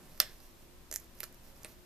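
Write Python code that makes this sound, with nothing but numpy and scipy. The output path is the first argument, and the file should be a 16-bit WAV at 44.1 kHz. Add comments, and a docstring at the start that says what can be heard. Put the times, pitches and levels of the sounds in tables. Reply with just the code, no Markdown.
"""A desk in a quiet room: small pieces of stiff paper are worked loose by hand, brighter in the right channel.
One piece snaps free loudly (ringing modes and early reflections); two short peels follow, each a run of cracks
(fibre bursts through three resonances) over tearing grains, and a piece is put down.
Fingers and sleeves rub (coloured grains under slow strokes), over a low hum and faint hiss (sines and noise)."""
import sys
import numpy as np
from scipy import signal
from scipy.fft import rfft, irfft
from scipy.io import wavfile
from scipy.ndimage import uniform_filter1d

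SR = 44100
rng = np.random.default_rng(int(sys.argv[2]) if len(sys.argv) > 2 else 0)


def master(y):
    """Save y as 16-bit WAV."""
    cut = np.clip(np.atleast_2d(y).T, -1, 1)
    pcm = np.round(cut * 32767)  # scale
    wavfile.write(sys.argv[1], SR, pcm.astype(np.int16))


N = 81585
HZ = np.fft.rfftfreq(2048, 1 / SR)  # grid for colouring clicks


def amp(db):
    """Decibels to amplitude gain."""
    return 10 ** (np.asarray(db) / 20)


def unit(x):
    """Scales to rms 1."""
    return x / np.sqrt(np.mean(x ** 2) + 1e-20)


def read(points, hz):
    """Interpolates a table on a log-frequency axis."""
    f, value = np.transpose(points)
    return np.interp(np.log(hz + 1), np.log(f + 1), value)


def add(mix, start_s, sound):
    """Mixes a sound in at a time, cropped to the mix."""
    at = round(start_s * SR)
    sound = sound[max(-at, 0):]
    part = mix[max(at, 0):][:len(sound)]
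    part += sound[:len(part)]


def click(gain):
    """Minimum-phase impulse with this magnitude spectrum."""
    both_sides = np.r_[gain, gain[-2:0:-1]]
    log_gain = np.log(np.maximum(both_sides, 1e-5))
    return np.fft.ifft(np.exp(np.conj(signal.hilbert(log_gain)))).real


def tint(x, points):
    """Filters causally by a (frequency [Hz], gain [dB]) table."""
    return signal.fftconvolve(x, click(amp(read(points, HZ))))[:len(x)]


def decorrelate(a, b, alike):
    """Two channels whose likeness is set per frequency."""
    return np.array([alike * a + np.sqrt(1 - alike ** 2) * b, a])


def ring(modes):
    """Dying sines with a very quick rise; high modes arrive first, neighbours swing opposite ways."""
    rise_s, treble_lead_s = 0.00023, 0.000405
    out = 0
    for k, (hz, db, t60_s) in enumerate(modes):
        delay_s = treble_lead_s * (1 - hz / 13000)
        t = np.maximum(np.arange(SR // 4) / SR - delay_s, 0)
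        rise = 1 - np.exp(-(t / rise_s) ** 2)
        decay = amp(db - 60 * t / t60_s)
        out = out + (-1) ** k * rise * decay * np.sin(2 * np.pi * hz * t)
    return out


def fracture(scatter_s):
    """One main break and a quickly dying scatter of fibre breaks, evened out in colour."""
    scatter_db = 6  # all fibres together against the main break
    t = np.arange(400) / SR
    envelope = np.exp(-t / scatter_s) * (1 - np.exp(-2 * t / scatter_s))
    fibres = rng.standard_normal(len(t)) * envelope
    push = amp(scatter_db) * fibres / np.linalg.norm(fibres)
    push[0] = 1
    power = uniform_filter1d(abs(rfft(push, 2048)) ** 2, size=50)
    return np.convolve(push, click(1 / np.sqrt(power)))[:len(t)]


def friction(strokes, colour, grains_per_s=6000):
    """Dense grains of uneven size under strokes that swell and fade."""
    spread_db = 2
    sizes = amp(spread_db * np.minimum(rng.exponential(1, N), 4))
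    hits = rng.random(N) < grains_per_s / SR
    grains = sizes * rng.standard_normal(N) * hits
    t = np.arange(N) / SR
    pressure = sum(amp(db) * np.sin(np.pi * np.clip((t - start_s) / length_s, 0, 1))
                   for start_s, length_s, db in strokes)
    return pressure * unit(tint(unit(grains), colour))


def air():
    """Room rumble and broadband hiss: shaped noise, partly shared between the channels."""
    # (frequency [Hz], relative density [dB])
    floor_colour = [(8.8, -54), (15, 10.5), (46, -8), (91, -9), (339, -16), (403, -16.5), (601, -18.5),
                    (898, -22), (978, -20.5), (1270, -23), (1380, -25), (1500, -24), (1780, -25),
                    (4460, -28), (14000, -32)]
    # (frequency [Hz], left-right likeness [0-1])
    floor_alike = [(30, 0.78), (120, 0.61), (500, 0.42), (1500, 0.27), (5000, 0.067), (14000, 0.038)]
    level_db, left_db = -56, 0.03
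    hz = np.fft.rfftfreq(N, 1 / SR)
    a, b = rfft(rng.standard_normal((2, N)))
    alike = np.clip(read(floor_alike, hz), 0, 1)
    noise = irfft(decorrelate(a, b, alike) * amp(read(floor_colour, hz)), N)
    return amp(level_db) * unit(noise) * np.array([[amp(left_db)], [1]])


def hum():
    """Appliance hum: steady sines, each with its own slow level waver, equal in both channels."""
    # (frequency [Hz], rms level [dB])
    hum_lines = [(60, -69), (238, -73.5), (329, -78), (357, -71.5), (542, -81.5)]
    waver_depth, waver_hz = 0.47, 5
    hz, t = np.fft.rfftfreq(N, 1 / SR), np.arange(N) / SR
    out = 0
    for line_hz, db in hum_lines:
        slow_noise = rfft(rng.standard_normal(N)) * np.exp(-(hz / waver_hz) ** 2)
        waver = unit(irfft(slow_noise, N))
        tone = np.sin(2 * np.pi * (line_hz * t + rng.random()))
        out = out + amp(db) * unit((1 + waver_depth * waver) * tone)
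    return out


def hiss():
    """Microphone hiss in a narrow band, independent in each channel."""
    centre_hz, width_hz, level_db = 13230, 760, -72.5
    hz = np.fft.rfftfreq(N, 1 / SR)
    band = np.exp(-((hz - centre_hz) / width_hz) ** 2)
    return amp(level_db) * unit(irfft(rfft(rng.standard_normal((2, N))) * band, N))


def room(x):
    """Quick reflections from desk and body, then a short furnished-room tail, more alike in the bass."""
    # (frequency [Hz], late decay T60 [s])
    late_t60 = [(200, .3), (600, 0.27), (1500, 0.36), (4700, 0.34), (8000, 0.15), (14000, .17)]
    # (frequency [Hz], gain [dB])
    tail_colour = [(150, -20.5), (580, -3), (850, -3), (1300, -7.5), (2700, -3), (4500, -10), (5400, -9.5),
                   (7200, -6.5), (10000, -5), (12000, -15.5), (14000, -9)]
    gap_s, early_t60_s, early_db = .0035, 0.13, 3
    alike_low, alike_high = 0.69, 0.53  # at 500 and 4000 Hz
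    hz, t, (a, b) = signal.stft(rng.standard_normal((2, SR // 2)), SR, nperseg=256)
    alike = np.clip(read([(500, alike_low), (4000, alike_high)], hz), 0, 1)[:, None]
    late = amp(-60 * t / read(late_t60, hz)[:, None])
    early = amp(-60 * t / early_t60_s)
    fade = np.hypot(late, 2 * amp(early_db) * early)
    fade /= np.sqrt((fade ** 2).sum(1, keepdims=True) * t[1] * SR)  # same energy in every band
    tails = signal.istft(decorrelate(a, b, alike) * fade, SR, nperseg=256)[1]
    out = np.zeros((2, N))
    for channel, tail in zip(out, tails):
        add(channel, gap_s, signal.fftconvolve(x, tint(tail, tail_colour)))
    return out


def sleeves():
    """Shirt sleeves shifting: dull cloth friction."""
    # (start [s], length [s], level [dB])
    sleeve_strokes = [(-.08, 0.27, -59), (1.24, 0.3, -67.5), (1.56, 0.11, -59.5)]
    # (frequency [Hz], gain [dB])
    sleeve_colour = [(50, -17), (150, 7), (400, -7), (800, -8), (1500, -13), (4000, -19), (12000, -13)]
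    return friction(sleeve_strokes, sleeve_colour)


def finger_rubs():
    """Fingertips sliding on paper: bright friction."""
    # (start [s], length [s], level [dB])
    rub_strokes = [(0, 0.48, -54.5), (.39, 0.14, -58), (.55, .12, -59.5), (.97, .11, -56.5),
                   (1.13, 0.18, -55.5), (1.41, .13, -54.5), (1.545, 0.055, -54.5), (1.62, 0.14, -52.5)]
    # (frequency [Hz], gain [dB])
    rub_colour = [(300, 5.5), (1500, -7.5), (3500, -8), (5500, 2), (7000, -5), (9000, -8), (11500, 2),
                  (14500, 5.5)]
    return friction(rub_strokes, rub_colour)


def set_down():
    """The piece settles on the desk: one short scrape."""
    # (start [s], length [s], level [dB])
    desk_strokes = [(1.644, 0.021, -53)]
    # (frequency [Hz], gain [dB])
    desk_colour = [(80, -8), (220, 4), (900, 5), (2000, 1), (3000, -25), (3900, 4), (6000, -13),
                   (13000, -11)]
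    return friction(desk_strokes, desk_colour)


def peels():
    """Fibres tearing between the cracks: sparser, brighter grains."""
    # (start [s], length [s], level [dB])
    peel_strokes = [(.917, 0.043, -45.5), (.949, 0.018, -43), (1.199, .012, -45.5), (1.229, 0.012, -41.5)]
    # (frequency [Hz], gain [dB])
    peel_colour = [(300, -27), (1800, -14), (3500, -5), (5500, 2), (7500, 2), (9000, -8), (12000, 13),
                   (14500, -9.5)]
    return friction(peel_strokes, peel_colour, grains_per_s=2400)


def knocks():
    """The card knocks dully against fingers or desk, ringing a few low modes."""
    # (time [s], level [dB])
    knock_hits = [(.2016, -42), (.9139, -42.5), (.9264, -44.5), (.9408, -53), (0.9597, -56), (1.2049, -49),
                  (1.2325, -46), (1.6469, -43.5)]
    # (frequency [Hz], relative level [dB], T60 [s])
    knock_modes = [(232, -9, 0.034), (515, 3.5, 0.0095), (678, -0.5, 0.018)]
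    out = np.zeros(N)
    for start_s, db in knock_hits:
        add(out, start_s, amp(db) * ring(knock_modes))
    return out


def cracks():
    """Each crack's fibre burst excites three broad resonances that shift with the grip."""
    # (time [s], scatter [s], body [Hz], body [dB], ring [Hz], ring [dB], top [Hz], top [dB])
    crack_events = [(0.177, .0008, 1880, -27, 5550, -29, 12500, -23),
                    (0.403, 0.00073, 1900, -33, 4850, -25.5, 12200, -29),
                    (0.9138, .0004, 1590, -14, 6130, -3.5, 12000, -9.5),
                    (0.9261, 0.00068, 1940, -11.5, 6800, -4.5, 11700, -10),
                    (0.9399, 0.00081, 1900, -14.5, 6760, -5, 12200, -4),
                    (0.956, .0007, 1900, -30, 6660, -14, 11300, -12),
                    (0.9604, 0.00031, 1770, -10.5, 6450, 3, 12500, 0),
                    (.9674, 0.00022, 1900, -28, 7000, -29, 12100, -11),
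                    (0.9987, 0.0018, 1900, -40, 6500, -31, 12800, -17.5),
                    (1.044, 0.0014, 1900, -42, 6500, -34, 12600, -28),
                    (1.1525, 0.00035, 1910, -46, 5960, -38, 12000, -26),
                    (1.1882, 0.0014, 1900, -46, 5960, -27, 12500, -24),
                    (1.2049, 0.00015, 2220, -11, 4400, -15, 12500, -2),
                    (1.2323, 0.00053, 1660, -8, 5400, -15, 13400, -8),
                    (1.2382, 0.00075, 1530, -15, 4600, -7.5, 12700, -12),
                    (1.241, 0.00014, 1400, -13.5, 4600, -26, 11900, -8.5),
                    (1.3260, 0.00091, 1900, -33, 5500, -36, 13200, -24),
                    (1.3450, 0.00064, 1900, -49, 6100, -30.5, 12500, -22.5),
                    (1.6330, 0.00033, 2000, -47, 6000, -18, 12100, -18.5),
                    (1.647, 0.00061, 2400, -12, 4170, -19, 9250, -9)]
    body_octaves, ring_octaves, top_octaves = 0.3, 0.29, 0.24
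    floor_db = -14  # broadband share, relative to the body
    out = np.zeros(N)
    for start_s, scatter_s, body_hz, body_db, ring_hz, ring_db, top_hz, top_db in crack_events:
        gain = amp(body_db + floor_db)
        for hz, db, width_octaves in [(body_hz, body_db, body_octaves),
                                      (ring_hz, ring_db, ring_octaves),
                                      (top_hz, top_db, top_octaves)]:
            offset = np.log2((HZ + 1) / hz) / width_octaves
            gain = gain + amp(db) / (1 + offset ** 2 / 2) ** 2
        add(out, start_s, np.convolve(fracture(scatter_s), click(gain)))
    return out


def snap():
    """The card lets go in one pulse; early reflections of it, inverted, follow. Gives (direct, room send)."""
    # modes of the snapping card: (frequency [Hz], relative level [dB], T60 [s])
    card_modes = [(1290, -21.5, 0.0039), (3430, -19.5, 0.0066), (4480, -10, 0.0042), (5370, -5, 0.0034),
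                  (8710, -10, 0.0028), (11660, -5, 0.0034), (12700, 2.5, 0.0028)]
    # faint ringing that outlasts the snap: (frequency [Hz], relative level [dB], T60 [s])
    after_ring = [(4680, -53, 0.18), (5330, -45, .16), (5800, -57, .2)]
    # early reflections: (delay after the snap [s], relative level [dB])
    reflections = [(.00125, -3), (.00277, -8.5), (0.0103, -18)]
    # (frequency [Hz], gain [dB])
    reflection_colour = [(400, -7), (1700, -1.5), (3500, -6), (5200, -3), (7500, 5), (9000, -25),
                         (12500, -10), (14000, 6.5)]
    # colouring of the snap by the nearby desk: (frequency [Hz], gain [dB])
    desk_comb_colour = [(150, -2.5), (400, -9), (550, 3), (880, -9), (1280, 1), (1900, 3.5), (2300, 1.5),
                        (3450, 0.5), (3950, -0.5), (5000, 1), (14000, -0.5)]
    start_s, level_db, room_db = .2013, 0.5, -2
    scatter_s, fizz_db, splinter_db = 0.00066, -1, 3.5
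    direct, sent, pulse = np.zeros(N), np.zeros(N), ring(card_modes)
    add(direct, start_s, pulse + ring(after_ring))
    for delay_s, db in reflections:
        add(direct, start_s + delay_s, -amp(db) * tint(pulse, reflection_colour))
        add(direct, start_s + delay_s, amp(db + fizz_db) * fracture(scatter_s))
    add(sent, start_s, pulse)
    add(sent, start_s, amp(splinter_db) * fracture(scatter_s))
    direct, sent = tint(direct, desk_comb_colour), tint(sent, desk_comb_colour)
    return amp(level_db) * np.array([direct, amp(room_db) * sent])


def scene():
    """The hands are nearer the right microphone; the left one hears them duller."""
    # left microphone against right: (frequency [Hz], gain [dB])
    left_colour = [(300, 1), (1000, 2), (2500, -0.5), (5000, -4), (6500, -6), (8500, -8), (13000, -14.5)]
    crack_room_db, friction_room_db = -2.5, 2
    rubbing = sleeves() + finger_rubs() + set_down() + peels()
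    cracking = cracks() + knocks()
    snap_direct, snap_sent = snap()
    direct = snap_direct + cracking + rubbing
    sent = snap_sent + amp(crack_room_db) * cracking + amp(friction_room_db) * rubbing
    left, right = direct + room(sent)
    return np.array([tint(left, left_colour), right]) + air() + hum() + hiss()


def record(dry):
    """A soft limit keeps the loudest peak in range; then the treble rolls off up to the band limit."""
    # (frequency [Hz], gain [dB])
    roll_off = [(13800, 0), (14150, -3), (14450, -26), (16000, -36)]
    headroom, edge_hz = .85, 16000
    held = dry / (1 + (dry / headroom) ** 6) ** (1 / 6)
    gain = amp(read(roll_off, np.fft.rfftfreq(2 * N, 1 / SR)))
    dull = irfft(rfft(held, 2 * N) * gain)[:, :N]
    lowpass = signal.firwin(255, edge_hz, window=("kaiser", 8), fs=SR)
    return signal.oaconvolve(dull, lowpass[None], "same")


dry = scene()
out = record(dry)
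master(out)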